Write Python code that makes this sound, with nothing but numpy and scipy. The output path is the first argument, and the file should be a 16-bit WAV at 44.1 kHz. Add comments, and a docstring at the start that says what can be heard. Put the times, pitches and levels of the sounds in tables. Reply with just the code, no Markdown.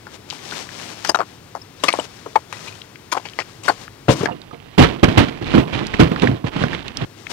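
"""Open ground by a dry-stone wall, with a faint far hum. Sandals scuff over sand and climb the wall,
where loose slabs rock and clack in their short-lived modes. A kick sends two cardboard boxes off the
end: their panels boom as they tumble, and they scrape over gravel and dry weeds in a mass of tiny
impacts. The stereo sound, first heard from the walker's right, cuts abruptly to a listening point
below the wall just after the kick, and cuts back at the end."""
import sys
import numpy as np
from scipy import signal
from scipy.fft import rfft, irfft
from scipy.io import wavfile
from scipy.ndimage import uniform_filter1d

SR = 44100
rng = np.random.default_rng(int(sys.argv[2]) if len(sys.argv) > 2 else 0)


def wav_record(signal):
    """Record a signal, one row per channel, as 16-bit PCM in the file named by sys.argv[1]."""
    frames = np.transpose(np.atleast_2d(signal))
    bounded = np.clip(frames, -1, 1)
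    # unit amplitude maps onto the largest positive 16-bit level
    quanta = np.round(bounded * 32767).astype(np.int16)
    wavfile.write(sys.argv[1], SR, quanta)


N = 322812


def undb(db):
    """Amplitude ratio of a level in decibels."""
    return 10 ** (np.asarray(db) / 20)


def unit(x):
    """Normalisation to rms 1."""
    return x / np.sqrt(np.mean(x ** 2))


def colour(x, spectrum):
    """Spectral shaping by (frequency_hz, level_db) points, to rms 1."""
    hz, db = np.transpose(spectrum)
    log_hz = np.log(np.maximum(np.fft.rfftfreq(N, 1 / SR), 1))
    return unit(irfft(rfft(x) * undb(np.interp(log_hz, np.log(hz), db)), N))


def wander(per_s):
    """Random modulation: held values, smoothed twice."""
    hold = int(SR / per_s)
    steps = np.repeat(rng.standard_normal(N // hold + 1), hold)
    return uniform_filter1d(uniform_filter1d(steps, hold), hold)[:N]


def spread(make, coherence):
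    """Partial coherence: a scattered source is only partly the same at both ports."""
    shared = make()
    return np.array([np.sqrt(coherence) * shared + np.sqrt(1 - coherence) * make() for _ in range(2)])


def ring(hz, db, t60_s, size):
    """Free vibration: damped modes, detuned and excited a little differently at every blow."""
    t, scatter = np.arange(size) / SR, rng.standard_normal((len(hz), 2))
    hz = hz * (1 + 0.015 * scatter[:, 0])
    decay = np.exp(-np.log(1000) * t / t60_s[:, None])
    return undb(db + 2.87 * scatter[:, 1]) @ (decay * np.sin(2 * np.pi * hz[:, None] * t))


def excite(response, ms, per_s):
    """Convolution of an impulse response with a chatter of touches that swells fast and fades."""
    size = len(response)
    chance, strength = rng.random((2, size))
    age = np.arange(size) / SR / (ms / 1000)
    force = (chance < per_s / SR) * (2 * strength - 1) * np.minimum(.3 + 2 * age, 1) * np.exp(-age ** 2)
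    force[0] = .3  # first touch
    return signal.fftconvolve(force, response)[:size]


def add(track, start_s, blow, peak_db):
    """Superposition of one blow at its peak level."""
    i = int(start_s * SR)
    track[i:i + len(blow)] += blow[:N - i] * undb(peak_db) / np.abs(blow).max()


# Spectrum of open-country hiss: frequency_hz, density_db
AIR_SPECTRUM = [(15, -35), (25, -34), (43, -18), (107, 1), (227, -7), (369, -6), (583, -15.5), (5600, -29),
                (15600, -62)]

def air(hum_hz=102):
    """Ambient noise: broadband hiss, a wavering narrowband hum and a breeze rumbling at the ports."""
    hiss = spread(lambda: colour(rng.standard_normal(N), AIR_SPECTRUM), coherence=0.97)
    hum = colour(rng.standard_normal(N), [(hum_hz - 15, -30), (hum_hz, 0), (hum_hz + 15, -30)])
    gusts = undb(4 * wander(2))
    breeze = colour(rng.standard_normal(N), [(15, 3), (50, 27), (200, -47)]) * gusts
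    return undb(-45) * hiss + undb(-54) * hum + undb(-67) * breeze


# Modes of a loose slab: pitch_hz, level_db
SLAB_MODES = [(560, -11), (705, -7), (880, -6.5), (1040, -10), (1220, -10.5), (1450, -35.5), (1700, -32),
              (2000, -42), (2270, -31), (2750, -20), (3110, -18.5), (3820, -28), (4400, -5), (5040, -9)]
# Slabs knocking, plus one box bump at 4.276 s played through the same modes: start_s, level_db, pitch_hz,
# relative_crack_db, chatter_ms
SLAB_KNOCKS = [(0.068, -26, 1380, -29, 3.2), (0.521, -21.5, 1430, -11, 5.4), (1.048, -12, 1450, 4, 3.2),
               (1.092, -2, 790, 0, 8.1), (1.146, -3, 1220, -13, 1.45), (1.189, -11, 666, -40, 2.1),
               (1.205, -6.5, 1110, -21, 1.2), (1.551, -17, 770, -13, 1.7), (1.837, -2.5, 1050, 1, 6.9),
               (1.883, -1, 2305, -25, 7.7), (1.938, -7.5, 990, -36, 2.4), (1.988, -9, 640, -36, 1.7),
               (2.261, -18, 417, -32, 3.5), (2.356, -2, 900, -40, 5.5), (2.526, -15.5, 1730, -0.5, 5.3),
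               (2.672, -24, 2360, 2.5, 15.6), (3.117, -13.5, 2480, 3.5, 14), (3.124, -9, 960, 2, 5.9),
               (3.146, -16.5, 870, -29, 11.3), (3.168, -14, 870, -32, 7.3), (3.254, -22.5, 2290, -12, 3),
               (3.261, -24.5, 2920, -35, 1.1), (3.389, -6.5, 2000, -36, 0.86),
               (3.635, -22.5, 3080, 26, 4.1), (3.681, -4, 1494, -11, 8.9), (3.693, -5, 754, -38, 8.2),
               (4.257, -10, 1700, -38, 2.9), (4.276, -14.5, 850, -38, 28), (4.51, -32, 1260, -27, 6),
               (6.637, -6.5, 1450, -40, 4)]

def slab_clacks(size=4000):
    """Modal impact: the point struck favours the modes near one pitch; a gritty crack rides on top."""
    track, t = np.zeros(N), np.arange(size) / SR
    mode_hz, mode_db = np.transpose(SLAB_MODES)
    lowpass = signal.butter(2, 7000, fs=SR)
    for start_s, level_db, pitch_hz, crack_db, chatter_ms in SLAB_KNOCKS:
        favour_db = -8 * np.abs(np.log2(mode_hz / pitch_hz))
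        hz = np.r_[mode_hz, pitch_hz, 1.09 * pitch_hz]
        t60_s = 0.034 * (1000 / hz) ** 0.83
        modes = ring(hz, np.r_[mode_db + favour_db, -4, -8], t60_s, size)
        crack = signal.lfilter(*lowpass, rng.standard_normal(size)) * np.exp(-t / 0.00073)
        blow = modes / np.abs(modes).max() + undb(crack_db) * crack
        # the slab keeps rocking against its neighbours, which damp its ring
        damped = (blow + 0.1 * crack) * np.exp(-t / 0.0013)
        rattle = undb(-8) * excite(damped, ms=23, per_s=700)
        add(track, start_s, excite(blow, chatter_ms, per_s=2000) + rattle, level_db)
    return track


def grains(per_s, spread_db):
    """Shot noise: random clicks with exponentially distributed levels, capped at the largest stone."""
    chance, polarity, draw = rng.random((3, N))
    level_db = np.minimum(-spread_db * np.log(1 - draw), 16)
    return (chance < per_s / SR) * np.sign(polarity - .5) * undb(level_db)


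def pebbles(per_band_per_s):
    """Resonance: lone small stones tick, each with a brief pitch."""
    bands = (signal.iirpeak(hz, 3, fs=SR) for hz in np.geomspace(800, 3600, num=7))
    return unit(sum(signal.lfilter(*band, signal.lfilter(*band, grains(per_band_per_s, 3.8)))
                    for band in bands))


def slide_envelope(slides):
    """Incoherent slides add in power; each is 10 dB down at its swell and fade times from the peak."""
    t, power = np.arange(N) / SR, 0
    for peak_s, level_db, swell_ms, fade_ms in slides:
        away = 1000 * np.abs(t - peak_s) / np.where(t < peak_s, swell_ms, fade_ms)
        power = power + undb(level_db - 10 * away ** 3.2) ** 2
    return np.sqrt(power)


# Spectrum of rubbed sand: frequency_hz, density_db
SAND_SPECTRUM = [(88, -53), (150, -4), (263, -7), (296, -7), (436, -7.5), (1420, -15.5), (5650, -17),
                 (9180, -25), (15500, -37)]
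# Soles sliding: peak_s, level_db, swell_ms, fade_ms
SOLE_SLIDES = [(0.15, -44, 48, 19), (0.33, -42.5, 56, 630), (0.58, -35, 101, 78), (0.85, -38, 133, 85),
               (1.02, -42.5, 320, 60), (1.08, -34, 35, 28), (1.31, -50, 74, 60), (1.86, -33, 28, 44),
               (2.03, -37.5, 210, 35), (2.2, -49.5, 350, 260), (2.64, -42, 133, 176), (3.14, -43, 16, 83),
               (3.3, -50, 100, 390), (3.66, -34.5, 18, 68), (3.82, -41.5, 93, 45), (4.13, -25.5, 36, 14),
               (4.25, -35, 116, 35), (7.22, -50.5, 61, 110), (7.32, -32, 22.5, 20)]

def sandal_scuffs():
    """Granular friction: thousands of sand grains and a few pebbles roll under a sole."""
    sand = spread(lambda: colour(grains(5000, 3.2), SAND_SPECTRUM), coherence=.2)
    grit = sand + undb(-12.5) * pebbles(25)
    return grit * slide_envelope(SOLE_SLIDES) * undb(2 * wander(40))


# Small stones ticking: start_s, level_db, centre_hz
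STONE_TAPS = [(0.301, -20, 4550), (0.307, -19.5, 3300), (0.327, -25.5, 700), (0.69, -26, 1940),
              (1.927, -16, 2900), (2.817, -27.5, 3000), (2.957, -28.5, 2240), (3.175, -28, 2200),
              (3.18, -27, 2490), (3.287, -28, 2740), (3.298, -33, 3000), (3.335, -32, 2980),
              (3.401, -21.5, 2200), (3.411, -24, 1480), (3.42, -25.5, 2150), (3.879, -26, 1500),
              (4.417, -28, 3400), (4.817, -13, 3500), (4.841, -20, 2190), (4.851, -26, 2500),
              (5.868, -17.5, 5000), (5.94, -13.5, 1800), (6.161, -16.5, 1490), (6.198, -16, 2980),
              (6.221, -9.5, 2980), (6.273, -7, 1830), (6.47, -25, 1940), (6.543, -39, 2500),
              (6.683, -19, 2280), (6.731, -16, 1960), (6.748, -16, 2160), (6.776, -35, 2500),
              (6.881, -18.5, 2800), (6.971, -11.5, 4260), (7.268, -22, 2200)]

def stone_ticks(size=4000, decay_s=0.0021):
    """Heavily damped impact: a burst of band-limited noise with no ring."""
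    track, t = np.zeros(N), np.arange(size) / SR
    for start_s, level_db, centre_hz in STONE_TAPS:
        burst = rng.standard_normal(size) * np.exp(-t / decay_s)
        band = signal.iirpeak(centre_hz, 1.6, fs=SR)
        add(track, start_s, signal.lfilter(*band, signal.lfilter(*band, burst)), level_db)
    return track


# Small hard stones skating: start_s, level_db, pitch_hz, skid_ms
STONE_SKIDS = [(1.068, -30, 5000, 22), (1.072, -28, 6200, 8.9), (1.095, -10.5, 4970, 2.5),
               (1.095, -37, 7900, 2.5), (1.149, -20.5, 3830, 1.7), (1.616, -35.5, 5380, 2.6),
               (1.797, -41, 3830, 11), (1.928, -25, 8630, 7), (1.996, -21.5, 2960, 7.1),
               (1.997, -29.5, 7840, 3), (2.36, -21.5, 2220, 4.1), (2.568, -36, 2520, 5),
               (2.725, -36.5, 2480, 5), (3.688, -22, 4440, 11), (4.314, -31, 2810, 16)]

def stone_chinks(size=4000, t60_s=0.028):
    """Repeated excitation of a single mode: a hard stone rings as it skates."""
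    track, t = np.zeros(N), np.arange(size) / SR
    for start_s, level_db, pitch_hz, skid_ms in STONE_SKIDS:
        mode = np.exp(-np.log(1000) * t / t60_s) * np.sin(2 * np.pi * pitch_hz * t)
        add(track, start_s, excite(mode, skid_ms, per_s=850), level_db)
    return track


# Modes of a box's panels and enclosed air: pitch_hz, level_db
BOX_MODES = [(95, -11.5), (129, 3.5), (165, 2), (205, -3.5), (240, 0.5), (285, 0), (325, -0.5), (385, -4.5),
             (450, -5.5), (570, -12.5), (700, -9.5), (820, -22), (1020, -13)]
# Boxes struck: start_s, level_db, pitch_hz, contact_ms, relative_grit_db
BOX_BLOWS = [(4.083, 2, 524, 19, -19), (4.208, -12, 277, 8, -13), (4.232, -7.5, 397, 5.7, -24),
             (4.305, -17, 510, 16, -41), (4.531, -24.5, 464, 11.5, -19), (4.779, 5.5, 183, 44.6, -14.5),
             (4.808, 3, 140, 22, -25), (4.837, -10.5, 148, 11.6, -7), (5.03, 3, 248, 10.8, -6.5),
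             (5.081, -2.5, 230, 9.7, -20.5), (5.172, 2, 108, 14, -7), (5.2, -2, 238, 19.5, -14),
             (5.281, -21, 132, 8.8, -3), (5.412, -15.5, 270, 28, -13), (5.538, 1, 251, 40, -24.5),
             (5.577, 2.5, 154, 18, -27.5), (5.726, -16, 140, 53, -7.5), (5.805, -16, 194, 31, -50),
             (5.935, -24.5, 153, 9.5, 2.5), (5.994, 3, 320, 16.7, -11.5), (6.01, 1.5, 130, 32.4, -25),
             (6.115, -5, 228, 3.1, -19), (6.216, -14, 144, 25, -6.5), (6.23, -1, 243, 23, -44),
             (6.271, -5, 190, 66, -47), (6.441, -10.5, 179, 10.5, -25), (6.56, -12, 222, 12.3, -31),
             (6.614, -11, 167, 4.4, -14), (6.636, -7, 218, 6.7, -35), (7.011, -13.5, 170, 24, -24)]

def box_thuds(size=10000):
    """Soft impact: a long push drives the panel modes. Returns the boom and the crushed grit's envelope."""
    boom, crush, t = np.zeros(N), np.zeros(N), np.arange(size) / SR
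    mode_hz, mode_db = np.transpose(BOX_MODES)
    face_band = signal.butter(2, [250, 1200], "band", fs=SR)
    for start_s, level_db, pitch_hz, contact_ms, grit_db in BOX_BLOWS:
        favour_db = -np.where(mode_hz < pitch_hz, 8.5, 5.5) * np.abs(np.log2(mode_hz / pitch_hz))
        hz = np.r_[mode_hz, pitch_hz]
        t60_s = 0.099 * (150 / hz) ** 0.064
        modes = ring(hz, np.r_[mode_db + favour_db, -6], t60_s, size)
        add(boom, start_s, excite(modes, contact_ms, per_s=1500), level_db)
        # the flat face slaps the ground
        slap = signal.lfilter(*face_band, rng.standard_normal(size)) * np.exp(-t / 0.019)
        add(boom, start_s, slap, level_db - 14.5)
        press = np.minimum(t / 0.0065, 1) * np.exp(-(t / (1.4 * contact_ms / 1000)) ** 1.4)
        add(crush, start_s, press, level_db + grit_db)
    # the panels are too small to radiate deep bass
    return signal.sosfilt(signal.butter(2, 85, "high", fs=SR, output="sos"), boom), crush


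def box_rumble(relative_db=-21, t60_s=0.54):
    """Exponential decay: a box keeps rocking after each blow and rumbles in its modes."""
    start_s, level_db = np.transpose(BOX_BLOWS)[:2]
    age_s = np.arange(N) / SR - start_s[:, None]
    power = (age_s > 0) * undb(level_db[:, None] + relative_db - 60 * np.abs(age_s) / t60_s) ** 2
    rumble = colour(grains(2000, 1.1), [(25, -30), *BOX_MODES, (2500, -45)])
    return rumble * np.sqrt(power.sum(axis=0))


# Spectrum of crushed gravel: frequency_hz, density_db
GRAVEL_SPECTRUM = [(180, 3), (300, 1), (590, -9), (821, -8.5), (1240, -11.5), (3070, -11.5), (11500, -46),
                   (13100, -50), (15500, -95)]
# Boxes sliding and rolling over gravel and weeds: peak_s, level_db, swell_ms, fade_ms
BOX_SLIDES = [(4.28, -46.5, 20, 260), (4.68, -47, 520, 170), (4.94, -38, 210, 88), (5.14, -26.5, 115, 155),
              (5.25, -35.5, 66, 200), (5.49, -26, 34, 136), (5.75, -33.5, 116, 250), (5.97, -30.5, 65, 180),
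              (6.19, -31, 70, 197), (6.48, -27.5, 21, 16), (6.61, -24.5, 83, 74), (6.74, -27.5, 48, 92),
              (6.86, -34, 22, 75), (7.03, -29.5, 84, 96)]

def gravel_crunch(crush):
    """Granular friction: coarse grains shift under the struck and dragging boxes."""
    gravel = spread(lambda: colour(grains(2500, 3.4), GRAVEL_SPECTRUM), coherence=.15)
    grit = gravel * undb(2 * wander(80)) + undb(-14.5) * pebbles(22)
    return grit * (crush + slide_envelope(BOX_SLIDES))


def wall_reflections(blows, size=4000, t60_s=0.04):
    """Diffuse scattering: rocks and wall send a different short tail to each port."""
    fade = np.exp(-np.log(1000) * np.arange(size) / SR / t60_s)
    tails = np.diff(rng.standard_normal((2, size + 1))) * fade * undb(-40)
    return signal.fftconvolve(blows[None], tails, axes=1)[:, :N]


# Microphone response beside and below the wall: frequency_hz, left_lead_rad, left_minus_right_db
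PORTS_BESIDE_WALL = [(101, 0.25, -1.5), (370, 1.14, 3), (990, 1.1, 14), (3330, 1.35, 17), (6960, 2.33, 15),
                     (16200, 2, -1.5)]
PORTS_BELOW_WALL = [(103, -0.1, 0), (340, -2, -8.5), (720, -2, -13), (4130, -1.56, -12), (14500, -2, 0.5)]

def ports(sound, response):
    """Directivity and path difference: each port favours its own side, and the far one hears later."""
    hz, lead_rad, difference_db = np.transpose(response)
    log_hz = np.log(np.maximum(np.fft.rfftfreq(N, 1 / SR), 1))
    log_ratio = np.interp(log_hz, np.log(hz), 1j * lead_rad + difference_db * np.log(10) / 20)
    return irfft(rfft(sound) * np.exp([log_ratio / 2, -log_ratio / 2]), N)


def scene(cut_below_s=4.265, cut_back_s=7.05):
    """Superposition of all sources, with abrupt cuts between two listening points."""
    t = np.arange(N) / SR
    back = np.clip((t - cut_back_s) / .004 + .5, 0, 1)
    below = np.clip((t - cut_below_s) / .01 + .5, 0, 1) - back
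    beside = 1 - below
    boxes_heard = 1 - back
    boom, crush = box_thuds()
    stones = slab_clacks() + stone_chinks() + stone_ticks()
    # small slabs radiate no bass
    stones = signal.sosfilt(signal.butter(4, 260, "high", fs=SR, output="sos"), stones)
    blows = stones + boom * boxes_heard
    sound = blows + wall_reflections(blows) + sandal_scuffs() * beside
    sound += (gravel_crunch(crush) + box_rumble()) * boxes_heard
    sound += air() * undb(-3.5 * below)
    return ports(sound * beside, PORTS_BESIDE_WALL) + ports(sound * below, PORTS_BELOW_WALL)


def record(dry, bass_hz=30, top_hz=15730):
    """Band limiting and overload: the bass is rolled off, loud peaks clip, the top is cut."""
    trimmed = signal.sosfilt(signal.butter(2, bass_hz, "high", fs=SR, output="sos"), dry)
    clipped = np.clip(trimmed, -.99, .99)
    return signal.sosfilt(signal.ellip(10, .2, 70, top_hz, fs=SR, output="sos"), clipped)


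dry = scene()
out = record(dry)
wav_record(out)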